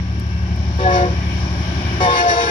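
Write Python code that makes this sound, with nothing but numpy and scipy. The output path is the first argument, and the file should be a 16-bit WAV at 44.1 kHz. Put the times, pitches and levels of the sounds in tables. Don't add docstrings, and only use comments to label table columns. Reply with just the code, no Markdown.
import sys
import numpy as np
from scipy import signal
from scipy.fft import rfft, irfft
from scipy.io import wavfile
from scipy.ndimage import uniform_filter1d, map_coordinates

SR = 44100
rng = np.random.default_rng(int(sys.argv[2]) if len(sys.argv) > 2 else 0)


def output_pcm(signal):
    pcm = np.clip(np.atleast_2d(signal).T, -1, 1) * 32767
    wavfile.write(sys.argv[1], SR, np.round(pcm).astype(np.int16))


N = 110250

# t/s, 15th order f/Hz, common level/dB
ENGINE = [(0.0, 179.4, -22.5), (0.79, 179.6, -19.5), (1.51, 178.3, -23), (1.97, 176.6, -23),
          (2.06, 177.4, -25), (2.11, 174.4, -31.5), (2.48, 170.7, -31.5)]
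# multiple of the cycle rate, relative level/dB
ENGINE_ORDERS = [(6, 2), (7, -1.5), (9, -1), (10, -26), (12, -22), (14, -16.5), (15, -6.5), (17, -26.5)]
CYCLE_START_S, ORDER_WAVER_DB = 0.01855, 1.24
# t/s, level/dB
RUMBLE_LEVEL = [(0.0, -34), (0.14, -41.5), (0.21, -32.5), (0.24, -41.5), (0.69, -35), (1.27, -35.5),
                (1.93, -30.5), (2.27, -43), (2.5, -41.5)]
# f/Hz, relative density/dB
RUMBLE_COLOUR = [(30, -30.5), (50, -11.5), (70, -5.5), (120, -5), (193, -7), (254, -12.5), (365, -20.5),
                 (450, -35.5), (600, -25)]
# t/s, level/dB
ROLL_LEVEL = [(0, -41.5), (.64, -38), (1.1, -34), (1.5, -33), (1.95, -30.5), (2.2, -31.5), (2.5, -37)]
# f/Hz, relative density/dB
ROLL_COLOUR = [(210, -20.5), (350, -0.5), (469, -17.5), (574, -9), (669, -6.5), (1020, -10), (1150, -8),
               (1360, -20), (1560, -6), (2050, -20), (2300, -8), (2680, -18), (3040, -12), (3280, -16.5),
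               (4610, -21), (5550, -10.5), (6470, -29.5), (7320, -33.5), (7910, -63), (9970, -31),
               (12400, -56.5), (14000, -58.5)]
ROLL_FLICKER_DB = 1
# f/Hz, peak level/dB, middle t/s, half length/s
WHINES = [(1613, -42, .3, .5), (2687, -43, .28, .3), (4260, -47, .75, .06)]
# t/s, centre f/Hz, level/dB
TICKS = [(0.197, 9200, -41), (0.56, 10500, -51), (0.773, 13400, -49.5)]
TICK_RING_HZ, TICK_RING_DB, TICK_S = 4750, 1, 0.0015
# start t/s, attack time constant/s, valve shuts t/s, upper overtone tilt/dB per octave
BLASTS = [(.785, 0.011, 1.085, -5), (2.003, 0.0013, 2.6, 0.76)]
RELEASE_S = 0.009
# t/s, pitch f/Hz, then rms level/dB of each listed tone
BELL_LOW = [
    [(.8, 753.2, -25.5, -29, -29.5), (.835, 748, -25.5, -30, -32), (.868, 738.7, -23.5, -11, -37),
     (.89, 729, -24, -17, -27), (1.035, 716.3, -22.5, -17.5, -35.5), (1.07, 729, -26, -35, -33),
     (1.1, 733, -40, -38, -45)],
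    [(2.01, 739.4, -22, -20.5, -24.5), (2.046, 731.9, -35, -15, -29.5), (2.08, 711.6, -33, -15.5, -18),
     (2.11, 720.4, -28.5, -38, -16.5), (2.158, 712.2, -27.5, -25, -19), (2.2, 704.8, -28.5, -20, -29),
     (2.272, 704.7, -41.5, -11.5, -31.5), (2.33, 691.1, -29, -19.5, -31.5), (2.4, 698.6, -42, -18, -24.5),
     (2.45, 686.4, -37.5, -33, -33.5), (2.5, 696.5, -29, -27, -31)],
]
BELL_SECOND = [
    [(.8, 890, -40, -30), (.88, 894.6, -36, -32.5), (1.02, 884, -37, -37), (1.1, 871, -46, -47)],
    [(2.01, 879, -43, -27), (2.085, 881, -41, -21), (2.13, 859.6, -34, -27), (2.19, 861, -41, -26.5),
     (2.25, 880.7, -29, -36), (2.33, 859, -30, -31), (2.4, 853.5, -34.5, -35.5), (2.5, 847.3, -30, -28)],
]
BELL_THIRD = [
    [(.8, 502.3, -25.5, -50), (.86, 488, -30, -33), (.954, 488.3, -36, -32.5), (1.09, 496.6, -27, -39)],
    [(2.01, 487.3, -28, -32), (2.06, 485.8, -28, -25), (2.09, 483.8, -20.5, -45), (2.15, 482, -27.5, -34),
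     (2.3, 467.5, -32.5, -46), (2.386, 469.5, -23, -29), (2.5, 459.7, -26, -50)],
]
BELL_HIGH = [
    [(.8, 567, -30, -55), (.856, 564.7, -23.5, -17.5), (.92, 557.3, -22.5, -26.5),
     (1.03, 558.2, -21.5, -32), (1.1, 553.5, -34, -54)],
    [(2.01, 552.5, -23.5, -35), (2.1, 557.8, -27.5, -26), (2.192, 546.7, -40, -40), (2.268, 542, -30, -40),
     (2.356, 540, -37, -45), (2.5, 535.6, -38, -22)],
]
# tables, tone the pitch column gives, tones with a level column, upper overtone offset/dB
CHIME = [(BELL_LOW, 2, (1, 2, 3), 1.62), (BELL_SECOND, 2, (1, 2), -2.5), (BELL_THIRD, 1, (1, 2), -7),
         (BELL_HIGH, 1, (1, 3), -0.5)]
# t/s, level/dB
UPPER_LEVEL = [
    [(.8, -22), (.86, -26.5), (.96, -18.5), (1.02, -24), (1.09, -41)],
    [(2.0, -24), (2.035, -20.5), (2.08, -26), (2.19, -19.5), (2.26, -27.5), (2.3, -20.5), (2.36, -23.5),
     (2.42, -20.5), (2.5, -24)],
]
# f/Hz, relative level/dB
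BELL_COLOUR = [(300, -28), (1000, -15), (1300, -12), (1450, -12), (1720, -3.5), (2000, -20.5),
               (2450, -11.5), (3000, -21), (3600, -16.5), (4700, -20.5), (5600, -13.5), (6300, -25),
               (8000, -48.5), (10000, -32), (12000, -50)]
BELL_JITTER, BELL_WAVER_DB, AIR_DB = 0.000547, 4.5, -8
SCATTER_RAD_PER_KHZ = .25
TREBLE_SWING_PER_KHZ = 0.075
# mean delay/s, level/dB
ECHOES = [(.06, -13), (.11, -22)]
# t/s, f/Hz, peak level/dB, half length/s
SQUEALS = [(1.32, 2420, -34, 0.027), (1.482, 2400, -27.5, 0.015), (1.8, 2400, -32, 0.023),
           (1.9, 2360, -28, 0.064)]
# f/Hz, level/dB
PORT_DIFFERENCE = [(60, 1.94), (370, 0.2), (600, 2.8), (1250, 1), (1550, 5.9), (2030, -5), (2400, 6),
                   (4500, 8), (5550, 18.4), (6300, 6.9), (10000, 8), (13500, -8)]
# f/Hz, phase/rad
PORT_PHASE = [(0, 0), (1120, 1.7954), (1380, 4), (1890, 3.5), (3620, 18.5), (4050, 23), (6200, 35),
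              (14000, 45)]
# f/Hz, shared power 0-1
PORT_LIKENESS = [(60, 0.98), (300, 1), (500, 0.78), (900, 0.65), (1350, 0.17), (2000, 0.05), (4000, 0.094),
                 (8000, 0.16)]
TOP_HZ = 14470


def undb(db):
    return 10 ** (np.asarray(db) / 20)


def curve(table, axis=1):
    rows = np.array(table)
    return np.interp(np.arange(N) / SR, rows[:, 0], rows[:, axis])


def over(table, hz):
    rows = np.array(table)
    return np.interp(np.log(np.maximum(hz, 1)), np.log(np.maximum(rows[:, 0], 1)), rows[:, 1])


def walk(rate):
    hold = int(SR / rate)
    steps = np.repeat(rng.standard_normal(N // hold + 1), hold)
    return 1.3 * uniform_filter1d(uniform_filter1d(steps, hold), hold)[:N]


def noise(colour, flicker_db, rate, ref_hz):
    hz = np.arange(N // 2 + 1) * SR / N
    inside_table = (hz > colour[0][0]) * (hz < colour[-1][0])
    spec = rfft(rng.standard_normal((2, N))) * undb(over(colour, hz)) * inside_table
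    half_octave = 2 * np.log2(np.maximum(hz, 1))
    out = np.zeros((2, N))
    for k in range(9, 29):
        band = irfft(spec * np.clip(1 - abs(half_octave - k), 0, 1), N)
        out += band * undb(flicker_db * walk(rate))
    reference = irfft(spec[0] * (hz > ref_hz[0]) * (hz < ref_hz[1]), N)
    return out / reference.std()


def engine():
    rate = curve(ENGINE) / 15
    turns = np.cumsum(rate) / SR - rate[0] * CYCLE_START_S
    throb = np.zeros(N)
    for order, db in ENGINE_ORDERS:
        throb += undb(db + ORDER_WAVER_DB * walk(4.71)) * np.cos(2 * np.pi * round(order) * turns)
    return -throb * undb(curve(ENGINE, axis=2))


def rumble():
    return noise(RUMBLE_COLOUR, 2.08, 10, ref_hz=(190, 330)) * undb(curve(RUMBLE_LEVEL))


def rolling():
    return noise(ROLL_COLOUR, ROLL_FLICKER_DB, 10.96, ref_hz=(2600, 7000)) * undb(curve(ROLL_LEVEL))


def tone(hz, db, at, half, wander):
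    t = np.arange(N) / SR
    swell = undb(db + 2 * walk(10.6)) * np.exp(-((t - at) / half) ** 2)
    return swell * np.sin(2 * np.pi * hz * t + wander)


def whines():
    return sum(tone(*row, walk(8)) for row in WHINES)


def ticks():
    t, out = np.arange(N) / SR, np.zeros(N)
    for at, hz, db in TICKS:
        age = np.maximum(t - at, 0) / TICK_S
        crack = 2 * signal.lfilter(*signal.iirpeak(hz, 2, fs=SR), rng.standard_normal(N))
        ring = undb(TICK_RING_DB) * np.sin(2 * np.pi * TICK_RING_HZ * t)
        out += undb(db) * age * np.exp(1 - age) * (crack + ring)
    return out


def bell(tables, n, given, tones, offset_db, tilt_db):
    upper_db = curve(UPPER_LEVEL[n])
    swing_db = upper_db - np.mean(UPPER_LEVEL[n], axis=0)[1]
    pitch = curve(tables[n]) / round(given) * (1 + BELL_JITTER * walk(30.0))
    phase = 2 * np.pi * (np.cumsum(pitch) / SR + rng.random())
    tones = [round(k) for k in tones]
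    out = np.zeros(N)
    for k in range(1, int(11000 / pitch[-1])):
        khz = k * pitch[-1] / 1000
        if k in tones:
            level_db = curve(tables[n], axis=2 + tones.index(k))
            out += np.sqrt(2) * undb(level_db) * np.sin(k * phase)
            continue
        colour_db = over(BELL_COLOUR, k * pitch[::64]).repeat(64)[:N]
        gain_db = upper_db + offset_db + colour_db + tilt_db * np.log2(khz)
        gain_db += TREBLE_SWING_PER_KHZ * khz * swing_db
        gain_db += BELL_WAVER_DB * walk(31.89)
        out += undb(gain_db) * np.sin(k * phase + SCATTER_RAD_PER_KHZ * khz * walk(45))
    return out


def horn():
    t, direct = np.arange(N) / SR, np.zeros(N)
    air = noise(BELL_COLOUR, 2.5, 28, ref_hz=(300, 3000))[0]
    for n, (start, attack, shut, tilt_db) in enumerate(BLASTS):
        rise = 1 - np.exp(-np.maximum(t - start, 0) / attack)
        fall = np.exp(-np.maximum(t - shut, 0) / RELEASE_S)
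        blast = undb(curve(UPPER_LEVEL[n]) + AIR_DB) * air
        for tables, given, tones, offset_db in CHIME:
            blast = blast + bell(tables, n, given, tones, offset_db, tilt_db)
        direct += rise * fall * blast
    out = direct.copy()
    for delay, db in ECHOES:
        path_s = delay * (1 + 0.018 * walk(12))
        out += undb(db) * map_coordinates(direct, [np.arange(N) - path_s * SR], order=1)
    return out


def squeals():
    return sum(tone(hz, db, at, half, 2.0 * walk(200)) for at, hz, db, half in SQUEALS)


def ports(left, other=None):
    hz = np.arange(N // 2 + 1) * SR / N
    rows = np.array(PORT_PHASE)
    right = rfft(left) * np.exp(-1j * np.interp(hz, rows[:, 0], rows[:, 1]))
    if other is not None:
        like = np.clip(over(PORT_LIKENESS, hz), 0, 1)
        right = np.sqrt(like) * right + np.sqrt(1 - like) * rfft(other)
    return np.array([left, irfft(right * undb(-over(PORT_DIFFERENCE, hz)), N)])


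def scene():
    tonal = engine() + whines() + horn() + squeals()
    wide_left, wide_other = rumble() + rolling()
    return ports(tonal) + ports(wide_left, wide_other) + ticks()


def record(dry):
    return signal.sosfilt(signal.ellip(8, .2, 70, TOP_HZ, fs=SR, output="sos"), dry)


dry = scene()
out = record(dry)
output_pcm(out)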